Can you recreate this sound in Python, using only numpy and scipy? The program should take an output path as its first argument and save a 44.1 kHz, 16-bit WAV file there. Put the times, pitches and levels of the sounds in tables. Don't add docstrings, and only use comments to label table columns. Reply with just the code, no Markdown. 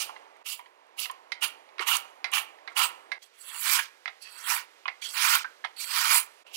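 import sys
import numpy as np
from scipy import signal
from scipy.fft import rfft, irfft, next_fast_len
from scipy.io import wavfile
from scipy.ndimage import uniform_filter1d, minimum_filter1d

SR = 44100
rng = np.random.default_rng(int(sys.argv[2]) if len(sys.argv) > 2 else 0)


def master(y):
    cut = np.clip(np.atleast_2d(y).T, -1, 1)
    pcm = np.round(cut * 32767)
    wavfile.write(sys.argv[1], SR, pcm.astype(np.int16))


def volts_from_decibels(level):
    exponent = np.asarray(level, float) / 20
    return 10 ** exponent


N = 289472

# centre_hz, width_hz, level_db
QUICK_FRAME = [(787, 207, -4), (1063, 515, 0), (1408, 172, 1.5), (1817, 143, -8)]
SLOW_FRAME = [(800, 210, -15), (990, 273, -0.5), (1420, 202, 1.5), (1850, 175, -1)]
QUICK_RAMP = [(2266, 290, -0.5), (2863, 254, 8.5), (3380, 100, -12.5)]
SLOW_RAMP = [(2070, 98, -4), (2354, 172, 2.5), (2865, 280, -1), (3077, 240, -1)]
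LIGHT_RAMP = [(2280, 270, -3), (2580, 110, -1), (3260, 290, -0.5)]
RASP = [(3640, 1780, -4), (4846, 430, 0), (4820, 380, -5), (5670, 1900, -2.5)]
LIGHT_RASP = [(3800, 85, -15.5), (4515, 170, 9.5), (5720, 1400, 2), (5940, 73, -13.5)]
BLADE = [(7200, 1160, -5.5), (8140, 1070, -1.5), (9200, 2100, -4), (11100, 1500, -3), (13300, 1700, -2.5),
         (13700, 1350, -3), (15730, 590, -3)]
LIGHT_BLADE = [(7170, 140, -10), (8090, 530, 5), (9160, 260, -7), (10240, 800, 1.5), (11200, 350, -4.5),
               (12400, 690, -7), (13700, 610, -7.5)]

# mode_hz, level_db, t60_s
FRAME_MODES = [(800, -10, .022), (1050, -5, .025), (1390, -5, .022), (1700, -5, .018), (1950, -3, .018),
               (2150, -3, .018), (2450, -5, .018), (2900, -5, .015), (3200, -7, .015)]
BRIGHT_MODES = [(3955, 5, 0.018), (4310, 6.5, 0.0054), (4690, 9, 0.0056), (5440, -6, 0.013),
                (5300, -21, 0.023), (8960, -11.5, 0.0137), (9460, -5.5, .01)]

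# frequency_hz, density_db (per Hz)
WIDE_HUM = [(59, -87), (100, -28), (281, -13.5), (601, -7.5), (936, -5), (1400, -14), (2090, -14),
            (15500, -46)]
CLOSE_HUM = [(59, -61), (100, -16.5), (530, -1.5), (1180, -4), (2130, -4), (2470, -5.5), (4460, -9.5),
             (15500, -28)]
# start_s, fade_s, tone_db, settle_db (tone offset at the start), reverb_db
VIEWS = [
    (0, .01, -59, 12.5, -17.5),
    (0.433, 0.0045, -51.5, -9.5, -20.5),
    (3.186, 0.0039, -55.5, -5, -26.5),
    (6.439, 0.015, -44, -12.5, -14),
]
# frequency_hz, t60_s
ROOM_T60 = [(300, 1), (1000, 0.6), (2500, 0.33), (6000, 0.4), (14000, 1)]
# frequency_hz, level_db
ROOM_COLOUR = [(300, 37), (1000, 6.5), (2500, 12), (6000, -0.5), (14000, -17)]
# frequency_hz, level_db
SHADOW = [(300, 5), (1200, 4), (2500, -1), (4000, -5), (6000, -14), (9000, -24), (12500, -34), (15500, -60)]
# frequency_hz, level_db
DIFFUSE_LEFT = [(200, -7), (1000, -10), (2500, -15), (5000, -18), (11000, -20), (13000, -23), (15500, -36)]
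# frequency_hz, likeness (0-1)
LIKENESS = [(200, 0.62), (400, 0.99), (1200, 1), (2500, 0.8), (4500, 0.97), (9000, .3)]
# frequency_hz, lead_rad
LEAD = [(170, 2), (400, 1.13), (800, 2.31), (2500, 1.4), (6000, 5), (13000, 1.3)]

# start_s, hold_s, ramp_db, frame_db (over ramp), blade_db (over ramp)
QUICK = [
    (-.06, 0.07, -36, -12, -0.5),
    (.44, .075, -42.5, -13.5, 3),
    (0.963, 0.056, -40, -14, 1),
    (1.405, .015, -27, -8, -3.5),
    (1.852, 0.087, -31, -3, -2),
    (2.311, .055, -29, -5, -5.5),
    (2.749, 0.075, -29, -2, -2.5),
    (6.519, 0.089, -46, -41, 3.5),
]
DRAGS = [
    (1.79, 0.015, -40, 3.5, -34),
    (2.249, 0.0066, -56, 10.5, -23),
    (2.679, .01, -67.5, 16.5, -27.5),
    (3.204, .003, -56, -10, -1),
    (6.447, 0.07, -59, -23, -15),
]
RELEASE_DB_PER_S = [382.7, 520, 461, 398.6]
# time_s, push_db, blade_db (over push)
SLOW = [
    [(3.33, -60, -20), (3.406, -53.5, 0), (3.562, -39.5, -1), (3.604, -44.5, 5.5), (3.66, -30.5, -0.5),
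     (3.734, -28, 2.5), (3.786, -31.5, -2.5), (3.79, -27.5, -7.5), (3.9, -60.5, -16)],
    [(4.2, -75, -10), (4.224, -50.5, -7), (4.26, -48, -18), (4.318, -51, -4.5), (4.436, -45.5, -2.5),
     (4.508, -28.5, -2), (4.554, -33.5, 0.5), (4.614, -44.5, -10.5), (4.66, -62.5, -9)],
    [(5.012, -53, -15), (5.018, -40.5, -23), (5.046, -40.5, -7), (5.128, -46.5, 2.5), (5.152, -34, -4.5),
     (5.244, -26, -3.5), (5.358, -24.5, -2.5), (5.36, -29.5, -2.5), (5.44, -49, -10.5)],
    [(5.76, -50.5, -6), (5.804, -37.5, -2.5), (5.87, -42, -1.5), (5.97, -28, -5.5), (6.102, -28.5, -3.5),
     (6.154, -25.5, 5), (6.188, -29.5, 2.5), (6.266, -61.5, 4.5), (6.28, -62.5, -8.5)],
]
# skid_db, frame_db, pan_start_db, pan_end_db (left minus right)
SLOW_GRIP = [
    (-14, -5.5, -34, -14),
    (6.5, -1.5, -24, -21.5),
    (4.5, -3.5, -25, -7.5),
    (8.5, -4, -24.5, -8),
]

# time_s, peak_db, ring_db (over body), brightness_db
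LANDINGS = [(1.32, -17, 13, -5.5), (1.783, -25.5, -14, -7), (1.794, -16, 12.5, -10), (2.244, -14.5, 11, -7),
            (2.676, -23.5, 8, -9), (3.118, -16.5, 10, -11), (4.058, -15, 8, -16.5), (4.078, -20.5, 1, -14),
            (4.88, -14.5, 4, -17), (5.641, -22.5, -17, -23), (5.647, -15, -5, -15)]
# time_s, peak_db, ring_hz, ring_db (over body), brightness_db
TAPS = [(0.093, -26.5, 1034, 12, -33), (0.163, -32, 1000, -8, -15), (0.361, -44.5, 970, 4, -15),
        (0.593, -31, 990, 8.5, -32.5), (0.66, -39.5, 990, -10, -16), (1.056, -24.5, 2740, -2, -3),
        (1.098, -23.5, 1080, 10.5, -19), (1.69, -43, 2260, 1, -6), (2.586, -41, 1850, -2, -20),
        (3.79, -11.5, 1640, 39, -24), (4.856, -19, 1112, 2.5, -33), (5.021, -30.5, 2330, 33, -31),
        (5.353, -31, 2500, 1, -2.5), (5.445, -20.5, 1560, 47, -22), (5.772, -39, 2620, -1, -14),
        (6.466, -39.5, 2710, 11, -9.5)]
# time_s, peak_db
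TICKS = [
    (0.367, -56.5),
    (0.8669, -63),
    (1.1127, -33),
    (1.9669, -13),
    (2.3171, -32),
    (3.4438, -52),
    (5.351, -13),
]
# time_s, pitch_hz, level_db, t60_s
THUD = (1.793, 405, -35, .03)

ATTACK_S, BLADE_LATE_S, RISE_DB = 0.02, 0.006, 35.5
QUICK_RASP_DB, DRAG_RASP_DB, QUICK_PAN_DB = -1, 8.5, -23
SKID_S, FRAME_WAKES_S, FRAME_ASLEEP_DB = 0.11, 0.06, -25.5
FIRM_DB, FRAME_FOLLOWS = -26, 0.14
SLOW_RAMP_DB, SLOW_RASP_DB = -3.5, -4.5
RASP_TAKES, FRAME_YIELDS, EDGE_TURNS = 0.39, 0.7, 1.2
BODY_PAN_TOP_DB = -10.5
LANDING_HZ, LANDING_PAN_DB, TAP_PAN_DB = 2122, -24.5, -14
WORKTOP_T60_S, WORKTOP_DB = 0.3, -12.5
STEP = 16

SIZE = next_fast_len(N + SR)
HZ = np.maximum(np.arange(SIZE // 2 + 1) * SR / SIZE, 1)
TIME = np.arange(N) / SR


def rms_one(x):
    return x / np.sqrt(np.mean(x ** 2) + 1e-20)


def at_hz(points, hz=HZ):
    table = np.array(points)
    return np.interp(np.log(hz), np.log(table[:, 0]), table[:, 1])


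def cut(x, hz, kind):
    return signal.sosfilt(signal.butter(4, hz, kind, fs=SR, output="sos"), x)


def wobble(db, rate, size):
    r = np.exp(-64 * np.pi * rate / SR)
    slow = signal.lfilter([1], [1, -2 * r, r * r], rng.standard_normal(N // 32 + 1002))[1000:]
    return np.interp(np.arange(size) / 32, np.arange(len(slow)), volts_from_decibels(db * rms_one(slow)))


def far_side(alike, other, colour):
    like = np.clip(at_hz(LIKENESS), 0, 1)
    coherent = like * alike * np.exp(1j * at_hz(LEAD))
    return volts_from_decibels(at_hz(colour)) * (coherent + np.sqrt(1 - like ** 2) * other)


def room_tone(colour):
    right, other = rfft(rng.standard_normal((2, SIZE))) * volts_from_decibels(at_hz(colour))
    tone = irfft([far_side(right, other, DIFFUSE_LEFT), right], SIZE)[:, :N]
    return tone / np.std(tone[1]) * wobble(0.27, 4.0, N)


def kitchen():
    t, out = np.arange(SR) / SR, 0
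    edges = 150 * 2 ** np.arange(0, 7, 0.75)
    for low, high in zip(edges, edges[1:]):
        sos = signal.butter(2, [low, high], "band", fs=SR, output="sos")
        band = signal.sosfilt(sos, rng.standard_normal((2, SR)))
        out = out + band * volts_from_decibels(-60 * t / at_hz(ROOM_T60, np.sqrt(low * high)))
    out *= np.clip(t / 0.0026, 0, 1)
    near = rng.standard_normal((2, SR)) * volts_from_decibels(-60 * t / WORKTOP_T60_S) * np.clip(t / 0.0056, 0, 1)
    late = rfft(out / np.linalg.norm(out[0]), SIZE) * volts_from_decibels(at_hz(ROOM_COLOUR))
    early = rfft(near / np.linalg.norm(near[0]), SIZE)
    right, other = late + volts_from_decibels(WORKTOP_DB) * early
    return np.array([far_side(right, other, DIFFUSE_LEFT), right])


def tearing(per_s, spread_db, smooth):
    sizes = volts_from_decibels(spread_db * np.minimum(rng.exponential(1, N), 4)) * rng.choice([-1, 1], N)
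    snaps = sizes * (rng.random(N) < per_s / SR)
    return rms_one(snaps) + smooth * rng.standard_normal(N)


def resonate(force, peaks, flutter_db, flutter_rate):
    out = 0
    for k, (hz, width, db) in enumerate(peaks):
        r = np.exp(-np.pi * width / SR)
        poles = [1, -2 * r * np.cos(2 * np.pi * hz / SR), r * r]
        peak = signal.lfilter([1 - r * r, 0, r * r - 1], poles, force)
        out = out + (-1) ** k * volts_from_decibels(db) * peak * wobble(flutter_db, flutter_rate, len(force))
    return rms_one(out)


def flick(start, hold, ramp_db, frame_db, blade_db, rasp_db):
    tops = ramp_db + np.array([[frame_db], [0], [blade_db + rasp_db], [blade_db]])
    t = TIME[::STEP] - start
    rise_s = ATTACK_S + BLADE_LATE_S * np.array([[0], [0], [1], [1]])
    rise = np.clip(1 - t / rise_s, 0, 1)
    fall = np.maximum(t - ATTACK_S - hold, 0) * np.array(RELEASE_DB_PER_S)[:, None]
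    return np.where(t >= 0, tops - RISE_DB * rise - fall, -200)


def efforts():
    passes = [flick(*row, QUICK_RASP_DB) for row in QUICK]
    passes += [flick(*row, DRAG_RASP_DB) for row in DRAGS]
    levels = np.max(passes, axis=0)
    levels = np.vstack([levels, np.full(levels.shape[1], QUICK_PAN_DB)])
    levels[:, levels[:4].max(axis=0) < -80] = np.nan
    for rows, grip in zip(SLOW, SLOW_GRIP):
        layers, on, pan_db = press(rows, *grip)
        levels[:, on] = np.vstack([layers, pan_db])[:, on]
    return np.repeat(levels, STEP, axis=1)[:, :N]


def strokes():
    levels = efforts()
    on = ~np.isnan(levels[0])
    frame_db, ramp_db, rasp_db, hiss_db, pan_db = levels[:, on]
    contact = np.clip(2 * uniform_filter1d(on * 1.0, size=700)[on] - 1, 0, 1)
    force = tearing(3000.0, spread_db=1.0, smooth=0.82)[on]
    fine = tearing(9000.0, spread_db=4.5, smooth=0.1)[on]
    close = (TIME[on] > VIEWS[2][0]) & (TIME[on] < VIEWS[3][0])
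    slow_frame = resonate(force, SLOW_FRAME, 1.76, 22.0)
    frame = np.where(close, slow_frame, resonate(force, QUICK_FRAME, 2.7, 32.0))

    blade_db = np.nan_to_num(levels[3], nan=-99)
    held_db = -minimum_filter1d(-blade_db, size=4001, origin=2000)[on]
    pressed = np.where(close, np.clip((held_db + 46.5) / 10.0, 0.1, 1), 1)
    firm, light = np.sqrt(pressed), np.sqrt(1 - pressed)
    slow_ramp = firm * resonate(force, SLOW_RAMP, 2.2, 45.0) + light * resonate(force, LIGHT_RAMP, 3.8, 4.9)
    ramp = np.where(close, slow_ramp, resonate(force, QUICK_RAMP, 1.66, 26.0))
    rasp = firm * resonate(force, RASP, 2.5, 15.0) + light * resonate(force, LIGHT_RASP, 3.5, 11)
    hiss = firm * resonate(fine, BLADE, 2.0, 12.0) + light * resonate(fine, LIGHT_BLADE, 3.5, 10)

    low = volts_from_decibels(frame_db) * cut(frame, 806.0, "high") + volts_from_decibels(ramp_db) * cut(ramp, 1960.0, "high")
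    high = volts_from_decibels(rasp_db) * cut(rasp, 3200.0, "high") + volts_from_decibels(hiss_db) * cut(hiss, 7100.0, "high")
    stick_slip = volts_from_decibels(6.0) * wobble(0.79, 90.0, len(low)) * contact
    far = low * volts_from_decibels(np.minimum(pan_db, BODY_PAN_TOP_DB)) + high * volts_from_decibels(pan_db)
    out = np.zeros((2, N))
    out[:, on] = stick_slip * [far, low + high]
    return out


def ring(clicks, hz, t60):
    r, w = volts_from_decibels(-60 / (t60 * SR)), 2 * np.pi * hz / SR
    return signal.lfilter([0, np.sin(w)], [1, -2 * r * np.cos(w), r * r], clicks + 1e-18)


def knocks():
    out, span = np.zeros((2, N)), round(SR / 8)
    t = np.arange(span) / SR
    landing = np.clip(t / 0.00056, 0, 1) * (np.exp(-t / 0.003) + 0.41 * np.exp(-t / 0.016))
    blows = [(s, db, LANDING_HZ, *tone, LANDING_PAN_DB) for s, db, *tone in LANDINGS]
    blows += [(*row, TAP_PAN_DB) for row in TAPS]
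    for s, db, hz, ring_db, bright_db, pan_db in sorted(blows):
        chatter = rng.standard_normal(span) * (rng.random(span) < 0.3) * landing
        chatter = signal.lfilter([0.4], [1, -0.6], chatter)
        strengths, detune = rng.normal(0, 2, 20), rng.normal(1, 0.03, 20)
        body = 0
        for (f, d, t60), e, k in zip(FRAME_MODES, strengths, detune):
            body = body + volts_from_decibels(d + e) * ring(chatter, f * k, t60)
        standout = rms_one(ring(chatter, hz, 0.018))
        body = cut(rms_one(body) + volts_from_decibels(ring_db - 4) * standout, 3600, "low")
        body = cut(cut(body, 760, "high"), 700, "high")
        edge = 0
        for (f, d, t60), e in zip(BRIGHT_MODES, strengths[::-1]):
            edge = edge + volts_from_decibels(d + e) * ring(chatter, f, t60)
        edge = cut(cut(edge, 3330.0, "high"), 12000.0, "low")
        knock = rms_one(body) + volts_from_decibels(bright_db) * rms_one(edge)
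        at = round((s - 0.001) * SR)
        knock = knock[:N - at] * volts_from_decibels(db + 1.0) / np.abs(knock).max()
        out[:, at:at + span] += knock * volts_from_decibels([[pan_db], [0]])
    return out


def ticks():
    burst = sum(volts_from_decibels(db + 3.0) * (TIME > s) * np.exp(-np.abs(TIME - s) / 0.0029) for s, db in TICKS)
    snaps = cut(cut(burst * rng.standard_normal(N), 6000.0, "high"), 12700.0, "low")
    return snaps * volts_from_decibels([[-20.0], [0]])


def thud():
    s, hz, db, t60 = THUD
    push = rng.standard_normal(N) * (TIME > s) * np.exp(-np.abs(TIME - s) / 0.012)
    knock = cut(cut(ring(push, hz, t60), 300, "high"), 520, "low")
    return volts_from_decibels(db + 2.5) * knock / np.abs(knock).max() * volts_from_decibels([[-8.0], [0]])


def press(rows, skid_db, frame_db, pan_from_db, pan_to_db):
    s, push_db, edge_db = np.transpose(rows)
    now = TIME[::STEP]
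    push, edge = np.interp(now, s, push_db), np.interp(now, s, edge_db)
    t = np.maximum(now - s[0], 0)
    sings = np.maximum(edge, 0) * np.clip((push + 44.0) / 10.0, 0, 1)
    skid = skid_db * np.exp(-t / SKID_S)
    frame = push - FRAME_YIELDS * sings + frame_db + FRAME_FOLLOWS * (push - FIRM_DB)
    frame = frame + FRAME_ASLEEP_DB * np.exp(-t / FRAME_WAKES_S)
    ramp = push + SLOW_RAMP_DB - np.maximum(skid, 0) / 2 - FRAME_YIELDS * sings / 2
    rasp = push + SLOW_RASP_DB + skid + RASP_TAKES * sings
    blade = push + edge + sings / 2
    on = (now >= s[0]) & (now <= s[-1])
    pan_db = np.interp(now, s[[0, -1]], [pan_from_db, pan_to_db]) + EDGE_TURNS * sings
    return [frame, ramp, rasp, blade], on, pan_db


def scene():
    left, right = strokes() + knocks() + ticks()
    scatter = rng.standard_normal(SR // 20) * np.exp(-np.arange(SR // 20) / SR / 0.003)
    left = rfft(left, SIZE)
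    scattered = left * rfft(scatter / np.linalg.norm(scatter), SIZE)
    shadowed = irfft(far_side(left, scattered, SHADOW), SIZE)[:N]
    direct = np.array([shadowed, right]) + thud()

    room, wide, close = kitchen(), room_tone(WIDE_HUM), room_tone(CLOSE_HUM)
    fade_in = [np.clip((TIME - s) / fade, 0, 1) if s else 1 for s, fade, *_ in VIEWS]
    fade_out = [np.clip((s - TIME) / fade, 0, 1) for s, fade, *_ in VIEWS[1:]] + [1]
    out = 0
    for view, tone, up, down in zip(VIEWS, [wide, wide, close, wide], fade_in, fade_out):
        s, _, tone_db, settle_db, reverb_db = view
        gate = up * down
        reverb = irfft(rfft(right * gate, SIZE) * room, SIZE)[:, :N]
        tone_gain = volts_from_decibels(tone_db + settle_db * np.exp(-np.abs(TIME - s) / 0.5))
        out = out + gate * (direct + volts_from_decibels(reverb_db) * reverb + tone_gain * tone)
    return out


def band_limit(x):
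    return signal.sosfilt(signal.butter(12, 16100, fs=SR, output="sos"), x)


def record(dry):
    x = signal.sosfilt(signal.butter(3, 350.0, "high", fs=SR, output="sos"), dry)
    x = signal.sosfilt(signal.cheby2(14, 60, 16300, fs=SR, output="sos"), x)
    return band_limit(x)


dry = scene()
out = record(dry)
master(out)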